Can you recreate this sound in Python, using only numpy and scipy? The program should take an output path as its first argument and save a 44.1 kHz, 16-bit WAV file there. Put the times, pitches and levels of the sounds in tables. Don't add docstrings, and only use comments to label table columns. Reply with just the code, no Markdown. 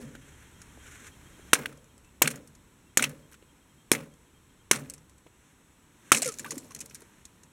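import sys
import numpy as np
from scipy import signal
from scipy.fft import rfft, irfft, next_fast_len
from scipy.io import wavfile

SR = 44100
rng = np.random.default_rng(int(sys.argv[2]) if len(sys.argv) > 2 else 0)


def int16_out(signal):
    q = np.round(np.clip(np.atleast_2d(signal).T, -1, 1) * 32767)
    wavfile.write(sys.argv[1], SR, q.astype(np.int16))


N = 331632

# (time [s], thud level [dB], thud pitch [Hz], flex level [dB], flex pitch [Hz],
# boom level [dB], boom tilt [dB per octave], rattle level [dB], crackle level [dB], rattle t60 [s])
# A t60 is the time a sound takes to fall by 60 dB.
STAB_EVENTS = [(0.0, -35, 380, -62, 950, -46, -4, -53.5, -51.5, 0.45),
               (1.5323, -19, 399, -2, 1137, -38.5, 1.3, -34, -36, 0.36),
               (2.2179, -14, 482, -7, 953, -34, -2.4, -29, -31, 0.3),
               (2.972, -16.5, 294, -24.5, 888, -37.5, -2, -33.5, -31.5, 0.35),
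               (3.9164, -8.5, 346, -17, 900, -33.5, -1, -30, -29.5, 0.23),
               (4.712, -16, 344.6, -9, 1039, -36, -4, -33.5, -30.5, 0.32),
               (6.118, -13.5, 291, -9, 799, -35.5, 1.7, -27.5, -18, 0.24)]
# (pitch [Hz], level [dB], ring length [relative])
CHANNEL_MODES = [(142.4, -3.5, .7), (233.5, -1, .5), (274, -3, .55), (394, -10, 0.083), (447, -6, 0.61),
                 (539, -7.5, 0.67), (590, -14, 0.37)]
# (frequency [Hz], relative level [dB per Hz])
SNAP_COLOUR = [(3000, -28), (4500, -5.5), (6000, -3), (9000, -4), (11500, -10), (14000, -36.5)]
# (time [s], level [dB])
HUM_LEVEL = [(0, -62), (.33, -58.5), (1.5, -55.5), (1.8, -61), (5.0, -62), (5.2, -63), (5.9, -61.5),
             (6.4, -56), (7.0, -60), (7.52, -61)]


def stabs():
    # (frequency [Hz], relative level [dB per Hz])
    shudder_colour = [(400, -15.5), (800, -9), (1300, 1), (2200, -1.5), (3200, -13), (5000, -18)]
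    crackle_share = 0.5
    linger_db, linger_stretch = -16, 1.8
    out, rattle, crackle = np.zeros((3, N))
    for s, thud_db, thud_hz, flex_db, flex_hz, _, _, rattle_db, crackle_db, t60 in STAB_EVENTS:
        add(out, s, swing(flex_db, flex_hz, 0.0105, 0.0008))
        add(out, s, -swing(thud_db, thud_hz, 0.016, 0.0002))
        add(rattle, s, dying(rattle_db, t60, 0.0099))
        add(rattle, s, dying(rattle_db + linger_db, linger_stretch * t60, 0.01))
        add(crackle, s, dying(crackle_db, crackle_share * t60, 0.0034))
        add(crackle, s, dying(crackle_db + linger_db, linger_stretch * t60, 0.0091))
    clumps = amp(3.5 * drift(60))
    plate_rattle = coloured(clumps * grit(3000, 1.5), shudder_colour)
    out += rattle * (0.55 * plate_rattle + 0.49 * chips(900, 700, 2800, 5.0))
    plate_crackle = coloured(clumps * grit(5000, 2.7), SNAP_COLOUR)
    out += crackle * (0.64 * plate_crackle + 0.41 * chips(1300, 3700, 13000, 6.6))
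    return out


def channel_boom():
    boom_stretch = 3.1
    out = np.zeros(N)
    for hz, mode_db, ring_length in CHANNEL_MODES:
        boom = np.zeros(N)
        for s, *_, boom_db, tilt_db, _, _, rattle_t60 in STAB_EVENTS:
            db = boom_db + mode_db + tilt_db * np.log2(hz / 280)
            t60 = boom_stretch * rattle_t60 * ring_length
            add(boom, s, dying(db, t60, 3.2 / hz))
        out += boom * narrow(hz, 5 + 0.2 * hz, rng.standard_normal(N))
    return out


def cracks():
    # (time [s], snap peak level [dB], snap pitch [Hz], sizzle level [dB],
    # knock level [dB], knock pitch [Hz], snap t60 [s], knock t60 [s])
    crack_events = [(0.1512, -41, 6900, -64, -45, 1490, 0.024, 0.041),
                    (0.6164, -36.5, 6680, -59, -52, 1430, 0.033, 0.047),
                    (1.068, -38, 6990, -63, -55, 2120, 0.031, 0.04),
                    (1.5321, -1, 9000, -9, -5.5, 1356, 0.024, 0.025),
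                    (1.5443, -14, 5860, -35, -37, 3540, 0.019, 0.045),
                    (1.5523, -42, 5660, -45, -28.5, 1620, 0.024, 0.052),
                    (1.6574, -30, 9700, -54, -23.5, 1570, 0.024, 0.028),
                    (1.7254, -44.5, 9970, -65, -55, 1360, 0.027, 0.053),
                    (1.7733, -45, 6440, -66, -70, 3200, 0.024, 0.037),
                    (1.8417, -48.5, 7230, -66, -68, 1480, 0.024, 0.04),
                    (1.9786, -43.5, 7900, -67, -59.5, 1010, 0.022, 0.032),
                    (2.046, -49, 7920, -75, -62, 2640, 0.027, 0.031),
                    (2.22, -3, 7200, -6, -6, 1700, 0.03, 0.022),
                    (2.257, -35, 8130, -35, -26, 2540, 0.013, 0.025),
                    (2.275, -10, 8700, -21, -19.5, 1600, 0.022, 0.036),
                    (2.3034, -29, 9060, -41, -45, 1940, 0.031, 0.04),
                    (2.3107, -31, 8900, -34, -41, 1530, 0.035, 0.052),
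                    (2.357, -36, 6800, -46, -53, 1980, 0.033, 0.04),
                    (2.4738, -40.5, 8790, -52, -66.5, 1520, 0.025, 0.036),
                    (2.5511, -42, 6480, -63.5, -65.5, 1756, 0.024, 0.04),
                    (2.9722, -1.5, 6930, -12, -15, 1820, 0.024, 0.032),
                    (2.9942, -26.5, 6100, -34, -26, 1470, 0.024, 0.055),
                    (3.0239, -11, 8400, -28, -22.5, 2180, 0.026, 0.052),
                    (3.0396, -16, 6040, -28, -24, 2670, 0.027, 0.069),
                    (3.0939, -38, 9680, -42, -56, 1620, 0.029, 0.04),
                    (3.3144, -49.5, 7620, -53, -61, 1030, 0.029, 0.037),
                    (3.3224, -48, 8900, -52, -55, 1585, 0.024, 0.045),
                    (3.3304, -45, 6260, -53, -64, 2450, 0.025, 0.04),
                    (3.3415, -45.5, 7790, -55, -53, 1455, 0.028, 0.057),
                    (3.4244, -58, 7850, -75, -59.5, 2800, 0.024, 0.042),
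                    (3.916, -2.5, 9300, -10, -9, 1550, 0.021, 0.016),
                    (3.925, -15, 9380, -35, -40.5, 1770, 0.023, 0.031),
                    (3.9332, -21.5, 6340, -40.5, -32.5, 2130, 0.02, 0.04),
                    (3.9494, -29, 7160, -47, -29.5, 2100, 0.026, 0.041),
                    (4.1375, -49.5, 7040, -74, -69.5, 1614, 0.024, 0.038),
                    (4.7121, 2, 6120, -11, -10.5, 2110, 0.016, 0.023),
                    (4.7317, -21, 6040, -54, -30.5, 1560, 0.018, 0.053),
                    (4.751, -31, 5990, -40.5, -35, 2120, 0.019, 0.028),
                    (4.7577, -23.5, 8500, -46, -41, 1970, 0.023, 0.028),
                    (4.8981, -26.5, 8000, -41, -52, 2780, 0.038, 0.055),
                    (4.937, -32, 8100, -46, -57.5, 2580, 0.03, 0.056),
                    (4.9786, -44.5, 5740, -67, -62, 1250, 0.027, 0.04),
                    (5.0953, -46, 7850, -70.5, -65, 1950, 0.028, 0.038),
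                    (5.1801, -47.5, 7860, -70, -67.5, 912, 0.022, 0.04),
                    (5.2654, -56.5, 7880, -77, -54, 975, 0.022, 0.038),
                    (6.118, -2.5, 9000, -18, -8.5, 1263, 0.048, 0.043),
                    (6.1467, -12, 8250, -35, -23.5, 2500, 0.017, 0.052),
                    (6.164, -19, 7990, -38, -44, 2110, 0.024, 0.036),
                    (6.1709, -14.5, 7910, -39, -32, 2400, 0.027, 0.035),
                    (6.1814, -20, 7180, -40, -54, 1680, 0.017, 0.04),
                    (6.191, -30, 6210, -39, -54, 1880, 0.013, 0.04),
                    (6.2195, -13, 7960, -30, -34.5, 4090, 0.033, 0.067),
                    (6.2278, -18, 7170, -44, -38.5, 2590, 0.02, 0.073),
                    (6.245, -23, 7050, -43, -43, 2030, 0.04, 0.073),
                    (6.2585, -21, 6600, -42, -43, 2260, 0.046, 0.12),
                    (6.2758, -21.5, 9290, -39, -43, 1800, 0.036, 0.04),
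                    (6.2874, -19, 6100, -43, -44.5, 1290, 0.018, 0.084),
                    (6.32, -30.5, 7150, -54, -54, 1340, 0.037, 0.062),
                    (6.3394, -31, 6160, -58, -51, 2150, 0.021, 0.044),
                    (6.3857, -25, 7340, -43, -50, 3890, 0.024, 0.056),
                    (6.3939, -24, 7140, -38, -45, 1720, 0.027, 0.093),
                    (6.445, -41, 7700, -41, -39, 1610, 0.027, 0.068),
                    (6.4614, -37, 9100, -46, -46, 1600, 0.024, 0.04),
                    (6.5068, -17.5, 6760, -41, -43, 2000, 0.022, 0.052),
                    (6.5179, -27, 6400, -49, -42, 1060, 0.022, 0.052),
                    (6.555, -37, 8800, -49, -53, 1220, 0.037, 0.04),
                    (6.5788, -27, 7540, -38, -46.5, 1960, 0.034, 0.031),
                    (6.6453, -44, 7480, -65, -71, 1450, 0.021, 0.04),
                    (6.707, -37, 5970, -57, -50, 1110, 0.024, 0.04),
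                    (6.7177, -40, 6040, -53, -51, 1480, 0.022, 0.032),
                    (6.7479, -23.5, 6100, -35, -48, 4260, 0.02, 0.048),
                    (6.7614, -35, 6710, -55, -50, 1820, 0.028, 0.043),
                    (6.7895, -34, 6800, -50, -58, 2490, 0.029, 0.04),
                    (6.8044, -22.5, 8000, -47, -54, 2530, 0.022, 0.064),
                    (6.8115, -28.5, 6790, -43, -52.5, 2550, 0.024, 0.087),
                    (6.8586, -32.5, 8940, -40, -59, 2030, 0.022, 0.04),
                    (6.896, -38.5, 5800, -62, -64, 2650, 0.026, 0.04),
                    (6.91, -50, 5670, -56, -51, 2540, 0.024, 0.052),
                    (6.9457, -27.5, 8630, -37, -57, 4200, 0.02, 0.04),
                    (6.951, -32.5, 7090, -49, -54, 1620, 0.028, 0.072),
                    (7.0048, -44, 10070, -48, -64, 1340, 0.024, 0.04),
                    (7.0183, -39, 8650, -63, -57, 1060, 0.02, 0.04),
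                    (7.2528, -31.5, 6550, -59, -57, 3510, 0.024, 0.053),
                    (7.434, -40, 6400, -76, -59, 1550, 0.024, 0.038)]
    # (frequency [Hz], relative level [dB per Hz])
    sizzle_colour = [(8000, -34.5), (11000, 0), (13500, 2), (16000, -12)]
    # (frequency [Hz], relative level [dB per Hz])
    knock_colour = [(400, -14.5), (800, -17.5), (1300, -3), (2400, 3), (4000, -5.5), (6000, -19.5)]
    # (time [s], peak level [dB])
    bump_events = [(0.152, -46), (0.775, -45.5), (1.393, -45.5), (1.577, -47), (1.596, -38), (3.425, -49.5),
                   (5.264, -47.5), (7.021, -46.5)]
    crest_db = 10
    tail_db, tail_stretch = -13.5, 3
    snap_rise_s, thump_below_knock_db = 0.0006, -13
    out, splitting = np.zeros(N), grit(15000, 5.4)
    splits = np.tile(coloured(splitting, SNAP_COLOUR), 2)
    fine_splits = np.tile(coloured(splitting, sizzle_colour), 2)
    plate = np.tile(coloured(grit(5400, 4.0), knock_colour), 2)
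    low = np.tile(narrow(380, 190, rng.standard_normal(N)), 2)
    for s, snap_db, snap_hz, sizzle_db, knock_db, knock_hz, t60, knock_t60 in crack_events:
        shape = dying(snap_db - crest_db + tail_db, t60 * tail_stretch, snap_rise_s)
        add(shape, 0, dying(snap_db - crest_db, t60, snap_rise_s))
        snap = burst(shape, splits, s)
        add(out, s, 0.96 * snap + 1.3 * resonance(snap, snap_hz, 590))
        add(out, s, burst(dying(sizzle_db, 0.45 * t60, snap_rise_s), fine_splits, s))
        knock = burst(dying(knock_db, knock_t60, 0.0005), plate, s)
        add(out, s, 0.91 * knock + 0.26 * resonance(knock, knock_hz, 500))
        add(out, s, 3.8 * swing(knock_db, knock_hz, 0.23 * knock_t60, 0.00059))
        add(out, s, burst(dying(knock_db + thump_below_knock_db, 0.024, 0.0006), low, s))
    for s, db in bump_events:
        add(out, s, burst(dying(db, 0.035, 0.00045), low, s))
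    return out


def splinters():
    # (time [s], level [dB])
    spray_level = [(6.12, -59), (6.164, -68), (6.292, -57), (6.366, -59.5), (6.494, -55), (6.776, -70),
                   (6.95, -65), (7.05, -78)]
    return level(spray_level, 1) * amp(2.1 * drift(56)) * chips(2500, 4380, 11900, 6.0)


def stirred_water():
    # (time [s], level [dB])
    slosh_level = [(6.14, -51), (6.19, -52), (6.246, -48), (6.28, -48), (6.37, -56.5), (6.53, -47.5),
                   (6.6, -51.5), (6.74, -59.5), (6.82, -52), (6.92, -68), (7.0, -57.5), (7.1, -72)]
    stirred = rng.standard_normal(N) * amp(3 * drift(25))
    slosh = rms_one(sum(amp(db) * narrow(hz, 44, stirred) for hz, db, _ in CHANNEL_MODES))
    bubbles = amp(-11.5) * chips(360, 200, 2200, 4.6)
    return level(slosh_level, 1) * (slosh + bubbles)


def air_pockets():
    # (time [s], length [s], start pitch [Hz], end pitch [Hz], level [dB])
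    glug_events = [(6.255, 0.058, 550, 397, -31), (6.266, 0.0564, 1437, 1165, -42),
                   (6.4, 0.025, 270, 220, -43), (6.475, 0.019, 1550, 1500, -46.5),
                   (6.451, 0.012, 790, 1030, -38.5), (6.458, 0.018, 1110, 1200, -40),
                   (6.522, 0.021, 305, 420, -41.5), (6.568, 0.016, 293, 242, -32.5),
                   (6.613, 0.1, 282, 218, -54), (6.223, 0.011, 633, 710, -35),
                   (6.71, 0.011, 1150, 1040, -48)]
    pockets, wobble = np.zeros(N), 0.015 * drift(70)
    for s, *tone in glug_events:
        add(pockets, s, glide(*tone, wobble[round(s * SR):]))
    return pockets * amp(1.5 * drift(55))


def cloth():
    # (time [s], level [dB])
    rustle_levels = [
        [(0, -60), (.1, -63), (.3, -60.5), (.7, -63), (.88, -53), (.98, -54), (1.04, -53.5), (1.08, -50.5),
         (1.115, -67.5), (1.52, -60.5)],
        [(5.2, -81), (5.45, -67.5), (5.9, -81), (6.11, -56)],
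        [(6.95, -67), (7.2, -67.5), (7.3, -78)],
    ]
    # (frequency [Hz], relative level [dB per Hz])
    cloth_colour = [(180, -37), (400, -1.5), (900, -11), (1500, 5), (2300, 1), (3900, -7.5), (4750, -15.5),
                    (6000, -3), (7500, -2.5), (13000, -17), (16000, -31)]
    rubbing = grit(9000, 0.83) * amp(1.5 * drift(30))
    return sum(level(rows, 1) for rows in rustle_levels) * coloured(rubbing, cloth_colour)


def wind():
    # (time [s], level [dB])
    wind_level = [(0.0, -56.5), (1.46, -58), (1.82, -64), (3.22, -63), (3.62, -68), (4.9, -64),
                  (5.19, -64.5), (6.01, -69.5), (6.99, -66), (7.52, -68.5)]
    low_band = signal.butter(2, [24, 115], "band", fs=SR, output="sos")
    gusts = rms_one(signal.sosfilt(low_band, rng.standard_normal(N)))
    gusts = gusts + 0.88 * narrow(68, 22, rng.standard_normal(N))
    return level(wind_level, 1) * rms_one(gusts * amp(1.1 * drift(4.7)))


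def bird():
    # (time [s], length [s], start pitch [Hz], end pitch [Hz], level [dB])
    bird_notes = [(2.05, .06, 2600, 2760, -67), (2.86, .05, 2680, 2780, -68), (5.32, .06, 2720, 2800, -72)]
    out = np.zeros(N)
    for s, *tone in bird_notes:
        add(out, s, glide(*tone))
    return out


def hum_and_hiss():
    # (frequency [Hz], relative level [dB per Hz])
    hum_colour = [(59, -30.5), (100, -3), (302, -5), (705, -19.5), (991, -12.5), (1100, -16.5), (1280, -16),
                  (3780, -22.5), (4770, -28), (5420, -24.5), (7770, -22), (13500, -31), (16000, -41.5)]
    return level(HUM_LEVEL, 1) * coloured(rng.standard_normal(N), hum_colour)


def thin_tones():
    # (time [s], length [s])
    pip_times = [(.05, .06), (.21, .05), (.31, .05), (.45, .03), (.535, .06), (.69, .03), (.79, .05),
                 (.95, .05), (1.11, .05), (1.25, .035), (1.33, .03), (1.41, .03), (1.495, .035),
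                 (1.77, .03), (1.89, .03), (2.89, .03), (3.22, .05), (3.48, .04), (3.61, .03), (3.69, .03),
                 (3.77, .07), (4.11, .04), (4.26, .02), (4.34, .05), (4.495, .025), (4.59, .045)]
    pip_hz, pip_db = 3205, -11
    whine_hz, whine_width_hz, whine_db = 7855, 15, -78
    whine_pitch = whine_hz + whine_width_hz * drift(30)
    whine = amp(whine_db) * np.sqrt(2) * np.sin(2 * np.pi * np.cumsum(whine_pitch) / SR)
    pips = np.zeros(N)
    for s, length in pip_times:
        t = np.arange(int(length * SR) + 8)
        fade = signal.windows.tukey(len(t), 0.4)
        add(pips, s, np.sqrt(2) * fade * np.sin(2 * np.pi * pip_hz * t / SR))
    return whine + amp(pip_db) * level(HUM_LEVEL, 1) * pips


def amp(db):
    return 10 ** (np.asarray(db) / 20)


def rms_one(x):
    return x / np.sqrt(np.mean(x ** 2) + 1e-20)


def level(rows, column):
    rows = np.array(rows)
    return amp(np.interp(np.arange(N) / SR, rows[:, 0], rows[:, column], left=-200, right=-200))


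def coloured(x, spectrum):
    size = next_fast_len(N + 4096)
    hz, db = np.transpose(spectrum)
    bins_hz = np.arange(size // 2 + 1) * SR / size
    log_gain = np.interp(np.log(bins_hz + 1), np.log(hz), db) * np.log(10) / 20
    cepstrum = irfft(log_gain, size)
    cepstrum[1:size // 2] *= 2
    cepstrum[size // 2 + 1:] = 0
    return rms_one(irfft(rfft(x, size) * np.exp(rfft(cepstrum)), size)[:N])


def drift(rate):
    r = np.exp(-80 * np.pi * rate / SR)
    slow = signal.lfilter([1], [1, -2 * r, r * r], rng.standard_normal(N // 40 + 2002))[2000:]
    return np.interp(np.arange(N) / 40, np.arange(len(slow)), rms_one(slow))


def grit(per_s, spread_db):
    sizes = amp(spread_db * np.minimum(rng.exponential(1, N), 4)) * rng.choice([-1, 1], N)
    return sizes * (rng.random(N) < per_s / SR) + 1e-18


def chips(per_s, low_hz, high_hz, cycles):
    clicks, dealt = grit(per_s, 3.5), rng.integers(0, 12, N)
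    out = np.zeros(N)
    for k, hz in enumerate(np.geomspace(low_hz, high_hz, 12)):
        own_clicks = clicks * (dealt == k) + 1e-18
        out += resonance(own_clicks, hz, hz / cycles) * np.sqrt(cycles / hz)
    return rms_one(out)


def resonance(x, hz, width_hz):
    r = np.exp(-np.pi * max(width_hz, 1) / SR)
    poles = [1, -2 * r * np.cos(2 * np.pi * hz / SR), r * r]
    return signal.lfilter([(1 - r * r) / 2, 0, (r * r - 1) / 2], poles, x)


def narrow(hz, width_hz, source):
    return rms_one(resonance(resonance(source, hz, width_hz), hz, width_hz))


def dying(db, t60, rise_s):
    t60 = max(t60, 0.004)
    t = np.arange(int(t60 * SR) + 8) / SR
    return amp(db - 60 * t / t60) * (1 - np.exp(-t / max(rise_s, 1e-4)))


def swing(db, hz, t60, rise_s):
    shape = dying(db, t60, rise_s)
    return shape * np.sin(2 * np.pi * hz * np.arange(len(shape)) / SR)


def glide(length, start_hz, end_hz, db, wobble=None):
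    hz = np.linspace(start_hz, end_hz, int(length * SR) + 8)
    shape = np.sin(np.pi * np.linspace(0, 1, len(hz)) ** 0.52)
    if wobble is not None:
        hz = hz * (1 + wobble[:len(hz)])
    return amp(db) * shape * np.sin(2 * np.pi * np.cumsum(hz) / SR)


def burst(shape, source, s):
    piece = shape * source[round(s * SR):][:len(shape)]
    return piece * np.sqrt(np.sum(shape ** 2) / np.sum(piece ** 2))


def add(out, s, piece):
    i = max(round(s * SR), 0)
    out[i:i + len(piece)] += piece[:N - i]


def scene():
    ice = stabs() + channel_boom() + cracks() + splinters() + stirred_water() + air_pockets()
    low_cut = signal.butter(2, 88, "high", fs=SR, output="sos")
    ice = signal.sosfilt(low_cut, ice)
    air = ice + cloth() + wind() + bird() + hum_and_hiss() + thin_tones()
    notch_hz, notch_width_hz, notch_share = 4800, 470, 0.97
    heard = air - notch_share * resonance(air, notch_hz, notch_width_hz)
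    return heard[None]


def record(dry):
    x = dry / (1 + np.abs(dry / 0.9) ** 6) ** (1 / 6)
    top_cut = signal.cheby2(20, 70, 16600, fs=SR, output="sos")
    return signal.sosfilt(top_cut, x)


dry = scene()
out = record(dry)
int16_out(out)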